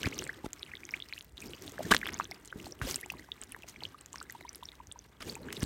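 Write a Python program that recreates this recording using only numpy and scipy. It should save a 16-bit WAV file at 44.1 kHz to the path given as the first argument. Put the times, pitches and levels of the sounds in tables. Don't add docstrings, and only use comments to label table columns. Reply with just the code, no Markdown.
import sys
import numpy as np
from scipy import signal
from scipy.fft import rfft, irfft
from scipy.io import wavfile
from scipy.ndimage import uniform_filter1d

SR = 44100
rng = np.random.default_rng(int(sys.argv[2]) if len(sys.argv) > 2 else 0)


def wrap_up_sound(samples):
    columns = np.atleast_2d(samples).T
    tamed = np.clip(columns, -1, 1)
    steps = np.round(tamed * 32767).astype(np.int16)
    wavfile.write(sys.argv[1], SR, steps)


N = 249165
TIME = np.arange(N) / SR

# (frequency [Hz], relative level [dB])
AIR_SPECTRUM = [(20, -21.5), (55, 18.5), (120, 8.5), (400, -3.5), (900, -5.5), (2000, -32), (3000, -31),
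                (8000, -25), (16000, -27)]
BAND_SPECTRUM = [(1000, -30.5), (1600, -7.5), (2000, 0), (2450, -22.5), (3200, -21.5)]
# (time [s], level [dB])
BAND_LEVELS = [(0, -75.5), (.5, -77), (.75, -66.5), (1.3, -78), (2.4, -69), (2.75, -80), (3.22, -65.5),
               (3.5, -75.5), (4.1, -79), (4.55, -69.5), (5.1, -82), (5.65, -74.5)]
# (time [s], level [dB])
LAP_LEVELS = [(0, -59), (.5, -66.5), (.85, -62.5), (1.12, -64.5), (1.3, -70.5), (1.6, -59), (2.25, -63.5),
              (2.45, -66), (3.05, -61), (3.3, -67), (3.55, -62.5), (4.05, -67), (4.35, -63.5), (4.65, -66),
              (4.85, -68), (5.17, -69), (5.65, -55)]
# (peak time [s], length [s], slosh [dB], churn [dB], spray [dB])
BOOT_SHOVES = [(0.043, 0.24, -49.5, -52.5, -56.5), (0.205, .12, -47, -59.5, -62.5),
               (0.664, 0.17, -64.5, -59.5, -68.5), (0.947, 0.047, -57, -54.5, -59.5),
               (1.162, .06, -65, -67, -63.5), (1.399, 0.057, -64, -63, -63.5), (1.477, 0.11, -48, -61, -56),
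               (1.67, 0.098, -52.5, -67, -57), (1.856, 0.19, -45, -55.5, -57),
               (1.933, 0.073, -44.5, -60, -50), (2.142, .17, -49, -52, -60),
               (2.593, 0.086, -50.5, -63, -61), (2.657, 0.1, -50.5, -68, -60),
               (2.838, 0.051, -43.5, -57, -52.5), (2.904, 0.074, -45, -52.5, -44.5),
               (3.154, 0.088, -52.5, -72.5, -70), (3.697, 0.032, -83.5, -72, -55),
               (3.831, .12, -57.5, -62.5, -63), (4.161, 0.067, -61.5, -63, -59.5),
               (5.285, 0.069, -44, -59.5, -52.5), (5.457, 0.12, -45.5, -65.5, -79.5),
               (5.636, 0.21, -46.5, -74, -60)]
# (frequency [Hz], relative level [dB])
SLOSH_SPECTRUM = [(20, -15), (45, -9), (70, 2.5), (150, 2.5), (330, -1), (550, -10), (900, -15.5),
                  (2000, -48.5)]
CHURN_SPECTRUM = [(300, -21), (700, 5), (1200, 9.5), (2000, 7), (2800, -1.5), (4500, -15.5), (9000, -35.5)]
SPRAY_SPECTRUM = [(1500, 1), (3300, 5.5), (4800, 2.5), (6000, 3), (9000, 1), (10700, -15), (13000, 1.5),
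                  (16000, -9.5)]
MUD_SPECTRUM = [(60, -19), (180, -13.5), (280, -4), (540, -15), (670, -4.5), (800, -16.5), (1120, -3),
                (1650, -2.5), (2400, -4), (3300, -1.5), (4700, -10), (5800, -8.5), (10000, -10.5),
                (16000, -20)]
# (peak time [s], mid-life pitch [Hz], level [dB], life [ms])
PLIPS = [(0.032, 2810, -20.5, 0.93), (.042, 1810, -32.5, 16), (.0588, 2350, -23.5, 2.7),
         (0.0693, 1400, -19, 0.37), (.126, 2330, -37.5, 12.5), (.1899, 5980, -21, 0.94),
         (.193, 2890, -31.5, 3.7), (.223, 1480, -25.5, 0.5), (.2668, 2080, -32, 1.4),
         (0.294, 1723, -27.5, 7.6), (.4435, 850, -40.5, 15), (0.6303, 3680, -25, 1.3),
         (0.717, 2400, -38.5, 3.8), (0.7368, 1940, -34, 5.2), (.7537, 3620, -32, 1.14),
         (0.7702, 3480, -36, 1.9), (0.8347, 2320, -36, 2.8), (0.8526, 6300, -31, 0.86),
         (0.8914, 2140, -30, 1.05), (0.9092, 5470, -36, 2.1), (0.9394, 2290, -23, 5.4),
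         (1.002, 3190, -31.5, 1.54), (1.0232, 3580, -29.5, 2.4), (1.1266, 2330, -26.5, 1.6),
         (1.136, 3960, -29.5, 1.9), (1.1796, 2700, -32, 2), (1.2093, 3650, -30, 0.64),
         (1.3796, 3580, -33, 1.4), (1.4233, 2420, -38, 6), (1.535, 2940, -30.5, 1.26),
         (1.6789, 3700, -29.5, 0.85), (1.7814, 1648, -31, 2.3), (1.7936, 615, -30, 6.4),
         (1.8065, 637, -27, 5), (1.919, 1088, -12, 3.2), (1.9231, 1600, -10.5, 4),
         (1.9384, 1910, -11.5, 0.81), (1.9472, 1740, -12, 1.5), (1.966, 3730, -10, 0.44),
         (2.0154, 2170, -28.5, 1.8), (2.031, 1750, -28, 7), (2.0574, 2450, -22.5, 0.9),
         (2.067, 1440, -22.5, 0.71), (2.0739, 3280, -26.5, 2), (2.0882, 1903, -25, 1.85),
         (2.0927, 2280, -23, 0.7), (2.135, 5400, -32, 1), (2.1432, 6560, -27, 1.53),
         (2.1997, 1140, -17.5, 2.54), (2.2096, 1190, -23, 0.96), (2.2434, 6050, -34, 1.6),
         (2.254, 3440, -34, 1.3), (2.3135, 736, -38.5, 5.3), (2.319, 2150, -35, 5.1),
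         (2.527, 1510, -30, 2.8), (2.668, 760, -35.5, 3.6), (2.7227, 5630, -33.5, 2.3),
         (2.8156, 1430, -20.5, 1.1), (2.824, 1580, -36.5, 7.8), (3.033, 2030, -37, 15),
         (3.0612, 850, -40.5, 4.1), (3.119, 808, -40.5, 3.7), (3.1014, 2540, -25, 3.2),
         (3.139, 1040, -41.5, 5.2), (3.195, 1940, -42.5, 5.7), (3.289, 894, -43, 3),
         (3.3186, 3640, -25.5, 2.4), (3.4156, 8100, -27.5, 0.8), (3.523, 2630, -41.5, 4.3),
         (3.5471, 1740, -31, 2.05), (3.565, 985, -41, 2.6), (3.6339, 2640, -39, 3.9),
         (3.643, 650, -44, 3.5), (3.7613, 2300, -39, 2.9), (3.8066, 3050, -39.5, 2.4),
         (3.824, 900, -40, 4.2), (3.836, 4150, -25.5, 1.2), (3.8531, 2930, -26, 2.2),
         (3.946, 1175, -41.5, 7.2), (4.143, 1030, -38, 4.8), (4.1583, 1660, -31.5, 1.1),
         (4.1828, 5160, -36, 1.3), (4.2028, 4500, -32.5, 0.76), (4.2146, 1380, -33, 3.2),
         (4.2985, 1860, -34.5, 3.6), (4.3516, 948, -39.8, 9.4), (4.412, 630, -39.5, 1.6),
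         (4.451, 970, -39.5, 8.1), (4.481, 2300, -48, 7), (4.4924, 5680, -32, 2.1), (4.628, 1000, -38, 6.1),
         (4.6553, 5410, -34.5, 2.3), (4.6882, 3660, -34, 2.5), (4.803, 996, -40, 7.8),
         (4.9156, 3530, -34.5, 2.1), (4.9232, 8300, -28, 0.48), (4.96, 956, -44, 6.6),
         (4.991, 5980, -36, 1.8), (5.297, 4450, -28.5, 3.1), (5.354, 2400, -39, 5.3),
         (5.3665, 876, -42, 10), (5.4863, 1610, -36, 4), (5.5047, 2150, -28.5, 0.62),
         (5.5683, 3860, -32, 2.8)]
# (time [s], pitch [Hz], level [dB])
FILM_SNAPS = [(.0324, 5400, -25), (0.057, 4480, -23.5), (0.0867, 5900, -31.5), (.1445, 6230, -31),
              (.24, 7340, -24.5), (0.2755, 7080, -32), (0.5318, 6560, -22), (0.5947, 4800, -37.5),
              (0.9666, 3180, -38), (1.0871, 4720, -36), (1.246, 13640, -37), (1.372, 3400, -36.5),
              (1.4042, 5900, -32.5), (1.92, 4360, -22.5), (1.9477, 5300, -22), (1.9646, 6950, -23.5),
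              (1.9897, 9550, -31.5), (2.0689, 10700, -29), (2.1894, 6600, -31), (2.3124, 4700, -27),
              (2.4574, 7800, -31.5), (2.476, 6320, -34), (2.6003, 2616, -35), (2.9111, 5540, -19),
              (2.9438, 4630, -20.5), (2.9589, 7610, -14.5), (3.0117, 9800, -26.5), (3.1028, 5400, -27),
              (3.1215, 12700, -29), (3.4248, 2684, -37), (3.4361, 6770, -28), (3.521, 9170, -27),
              (3.6865, 5800, -31), (4.0109, 7400, -34), (4.0603, 6400, -32.5), (4.13, 6700, -28.5),
              (4.158, 5560, -32), (4.2277, 7340, -31.5), (4.2983, 5530, -35), (4.3067, 6600, -34.5),
              (4.324, 12000, -28.5), (4.4087, 1920, -37.5), (4.5307, 8200, -36), (4.548, 4770, -33),
              (4.5575, 10000, -28), (4.6331, 3230, -35.5), (4.718, 3500, -38.5), (4.871, 5930, -35.5),
              (5.2202, 4590, -31.5), (5.3535, 7060, -29.5), (5.6058, 5330, -31), (5.6313, 8100, -21.5)]
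# (time [s], starting pitch [Hz], level [dB], life [cycles])
AIR_POCKETS = [(0.059, 89.5, -22.5, 0.95), (.073, 254, -22, 1.1), (.444, 228, -27, 0.72),
               (0.463, 258, -28.5, 0.71), (1.324, 62, -47.5, 1.9), (1.846, 166, -29.5, 2.2),
               (1.911, 275, -29.5, 2.4), (1.912, 177, -27.5, 3.3), (1.917, 675, -30.5, 5.7),
               (2.558, 176, -30.5, 0.7), (2.813, 106, -27.5, 1.64), (2.821, 48, -35, 2),
               (2.84, 237, -36, 5.3), (2.868, 498, -36.5, 8.3), (3.849, 91, -50.5, 3.7),
               (4.873, 81, -47, 1.8), (5.626, 78.5, -24.5, 0.8), (5.629, 200, -20, 1)]
# (peak time [s], level [dB], rise [s], decay [s], tilt [dB/octave])
MUD_TEARS = [(.069, -37, 0.0055, 0.0099, -3), (0.448, -49, 0.0022, 0.0061, 1),
             (.463, -38.5, 0.007, 0.0014, -3.5), (1.918, -17.5, 0.0074, 0.0051, -3),
             (1.938, -29.5, .001, 0.0034, -1), (1.947, -19.5, 0.00083, 0.0022, -1.5),
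             (2.817, -44, 0.001, 0.072, -2), (2.869, -50.5, 0.025, 0.045, -4.5),
             (2.908, -45.5, 0.016, 0.023, 6.5), (3.425, -47.5, 0.017, 0.0056, -4),
             (5.207, -40.5, 0.0022, 0.012, -3.5), (5.224, -39.5, 0.0019, 0.0073, -2.5),
             (5.528, -36.5, 0.0016, 0.0033, 1.5), (5.628, -34.5, 0.0067, 0.0031, -2.5)]


def undb(db):
    return 10 ** (np.asarray(db) / 20)


def unit(x):
    return x / np.sqrt(np.mean(x ** 2) + 1e-30)


def add(out, s, sound):
    start = min(max(int(s * SR), 0), N)
    out[start:start + len(sound)] += sound[:N - start]


def colour(x, spectrum, tilt_db=0, size=2048):
    octave = np.log2(np.maximum(np.fft.rfftfreq(size, 1 / SR), 1))
    hz, db = np.transpose(spectrum)
    gain = undb(np.interp(octave, np.log2(hz), db) + tilt_db * octave)
    cepstrum = irfft(np.log(gain))
    cepstrum[1:size // 2] *= 2
    cepstrum[size // 2 + 1:] = 0
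    response = irfft(np.exp(rfft(cepstrum)))
    return unit(signal.fftconvolve(x, response)[:len(x)])


def flicker(per_s):
    hold = int(SR / per_s)
    steps = np.repeat(rng.standard_normal(N // hold + 1), hold)
    return unit(uniform_filter1d(steps, hold)[:N])


def crackle(length, per_s, spread_db):
    hits = rng.random(length) < per_s / SR
    signs = np.sign(rng.standard_normal(length))
    sizes = undb(spread_db * np.clip(rng.standard_normal(length), -2, 2))
    return unit(hits * signs * sizes)


def outdoors(air_db=-63):
    air = undb(air_db) * colour(rng.standard_normal(N), AIR_SPECTRUM)
    band_db = np.interp(TIME, *np.transpose(BAND_LEVELS))
    return air + undb(band_db) * colour(rng.standard_normal(N), BAND_SPECTRUM)


def stirring(rise=0.54, settle=0.73):
    lap_db = np.interp(TIME, *np.transpose(LAP_LEVELS))
    power = undb([lap_db, lap_db - 1, lap_db - 6]) ** 2
    for s, length, *levels_db in BOOT_SHOVES:
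        age = (TIME - s) / length
        push = np.exp(-(np.minimum(age, 0) / rise) ** 2 - np.maximum(age, 0) / settle)
        power += np.outer(undb(levels_db), push) ** 2
    return 10 * np.log10(power)


def bubble(hz, swell_ms, ring_ms, glide, wobble=0.045):
    life_ms = swell_ms + ring_ms
    ms = np.arange(int((swell_ms + 4 * ring_ms) * SR / 1000) + 2) * 1000 / SR
    swelling = np.sin(np.pi / 2 * np.minimum(ms / swell_ms, 1)) ** 2
    fading = np.exp(-(np.maximum(ms - swell_ms, 0) / ring_ms) ** 1.5)
    shape = np.interp(ms, np.linspace(0, ms[-1], 20), rng.standard_normal(20))
    pitch = np.minimum(hz * (1 + glide * ms / life_ms + wobble * shape), SR / 2)
    return swelling * fading * np.sin(2 * np.pi * np.cumsum(pitch) / SR)


def swarm(stir_db, per_s, centre_hz, octaves, spread_db, cycles, glide, thinning=0, count=1800):
    out = np.zeros(N)
    when, chances = rng.random((2, count))
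    traits = np.clip(rng.standard_normal((count, 4)), -2, 2)
    calm_db = np.minimum(stir_db - stir_db.mean() - stir_db.std(), 0)
    rate = per_s * undb(thinning * calm_db)
    for s, chance, (pitch, loud, sustain, lift) in zip(when * N / SR, chances, traits):
        if chance < rate[int(s * SR)] * N / SR / count:
            hz = centre_hz * 2 ** (octaves * pitch)
            ring_ms = 1000 * cycles / hz * np.exp(sustain / 2)
            gain = undb(stir_db[int(s * SR)] + spread_db * loud)
            add(out, s, gain * bubble(hz, ring_ms / 3, ring_ms, glide * max(lift, 0)))
    return out


def gurgle(slosh_db):
    heave = colour(crackle(N, 1500, spread_db=3), SLOSH_SPECTRUM)
    heave *= undb(slosh_db - 0.5 + 0.6 * flicker(45))
    folded = swarm(slosh_db + 2, per_s=85, centre_hz=342.5, octaves=0.32,
                   spread_db=4, cycles=2.83, glide=0.3)
    return heave + folded


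def splash(churn_db, spray_db):
    churn = colour(crackle(N, 4000, spread_db=4), CHURN_SPECTRUM)
    spray = colour(crackle(N, 2500, spread_db=6), SPRAY_SPECTRUM)
    spurts_db = 2 * flicker(60)
    churn *= undb(churn_db - 1.5 + spurts_db + 2.5 * flicker(90))
    spray *= undb(spray_db + spurts_db + 2.8 * flicker(140))
    return churn + spray


def fizz(churn_db, spray_db):
    clusters_db = 2.5 * flicker(25)
    small = swarm(churn_db + clusters_db + 2, per_s=310, centre_hz=3093, octaves=0.475,
                  spread_db=6.5, cycles=5.8, glide=0.14, thinning=0.6)
    fine = swarm(spray_db + clusters_db + 9, per_s=200, centre_hz=8230, octaves=0.51,
                 spread_db=3.5, cycles=4.9, glide=0.092, thinning=0.6)
    return small + fine


def snap(hz, crack_db, size=512):
    cycle_ms = 1000 / hz
    wave = undb(crack_db) * rng.standard_normal(size) * np.exp(-np.arange(size) * hz / SR / 2)
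    add(wave, 0, bubble(hz, 1.2 * cycle_ms, 3 * cycle_ms, glide=0.12))
    return wave / np.abs(wave).max()


def spatter(spray_db, per_s=34, centre_hz=6200, octaves=0.6, spread_db=6.5, count=400):
    out = np.zeros(N)
    when, chances = rng.random((count, 2)).T
    traits = np.clip(rng.standard_normal((count, 2)), -2, 2)
    typical_db = np.minimum(spray_db + 21, -39)
    for s, chance, (pitch, loud) in zip(when * N / SR, chances, traits):
        tick = snap(centre_hz * 2 ** (octaves * pitch), crack_db=-1)
        if chance < per_s * N / SR / count:
            add(out, s, undb(typical_db[int(s * SR)] + spread_db * loud) * tick)
    return out


def plips(churn_db, glide_per_ms=0.05, stirred_db=-60, deep_hz=1300, swell_share=0.301):
    out = np.zeros(N)
    for s, hz, db, life_ms in PLIPS:
        calm_db = min(np.interp(s, TIME, churn_db) - stirred_db, 0)
        lift = undb(0.62 * calm_db)
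        depth = 1 + (deep_hz / hz) ** 6
        glide = glide_per_ms * life_ms * lift / depth
        swell_ms = swell_share * life_ms
        start = s - swell_ms / 1000
        ring = bubble(hz / (1 + glide / 2), swell_ms, life_ms - swell_ms, glide)
        add(out, start, undb(db + 0.4) * ring)
        add(out, start, undb(db - 22) * snap(hz=5200, crack_db=0))
    return out


def spits(fray_db=-21, fray_s=0.0038, size=512):
    out = np.zeros(N)
    fading = undb(fray_db) * np.exp(-np.arange(size) / SR / fray_s)
    for s, hz, db in FILM_SNAPS:
        fray = fading * colour(crackle(size, 9000, spread_db=10.5), MUD_SPECTRUM, tilt_db=1)
        add(out, s, undb(db - 1) * (snap(hz, crack_db=-13) + fray))
    return out


def gulps(swell_share=0.4):
    out = np.zeros(N)
    for s, hz, db, cycles in AIR_POCKETS:
        life_ms = 1000 * cycles / hz
        swell_ms = swell_share * life_ms
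        add(out, s, undb(db) * bubble(hz, swell_ms, life_ms - swell_ms, glide=0.079))
    return out


def squelches():
    out = np.zeros(N)
    t = np.arange(SR // 5) / SR
    lead_s = t[len(t) // 3]
    age = t - lead_s
    for s, db, rise_s, decay_s, tilt_db in MUD_TEARS:
        force = np.exp(-(np.minimum(age, 0) / rise_s) ** 2 - np.maximum(age, 0) / decay_s)
        ruptures = colour(crackle(len(t), 7000, spread_db=4), MUD_SPECTRUM, tilt_db)
        add(out, s - lead_s, undb(db) * force * ruptures)
    return out


def surroundings(direct, near_db=-20, near_s=0.0033, tail_db=-31, tail_s=0.026):
    t = np.arange(SR // 3) / SR
    near = rng.standard_normal(len(t)) * t * np.exp(-t / near_s)
    tail = colour(rng.standard_normal(len(t)), MUD_SPECTRUM) * np.exp(-t / tail_s)
    response = (undb(near_db) * unit(near) + undb(tail_db) * unit(tail)) / np.sqrt(len(t))
    return direct + signal.fftconvolve(direct, response)[:N]


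def scene():
    slosh_db, churn_db, spray_db = stirring()
    water = gurgle(slosh_db) + splash(churn_db, spray_db) + fizz(churn_db, spray_db) + spatter(spray_db)
    underfoot = water + plips(churn_db) + spits() + gulps() + squelches()
    return (surroundings(underfoot) + outdoors())[None]


def record(dry, bass_hz=33, top_hz=16000):
    low_cut = signal.butter(4, bass_hz, "high", fs=SR, output="sos")
    high_cut = signal.ellip(8, 0.2, 70, top_hz, fs=SR, output="sos")
    return signal.sosfilt(high_cut, signal.sosfilt(low_cut, dry))


dry = scene()
out = record(dry)
wrap_up_sound(out)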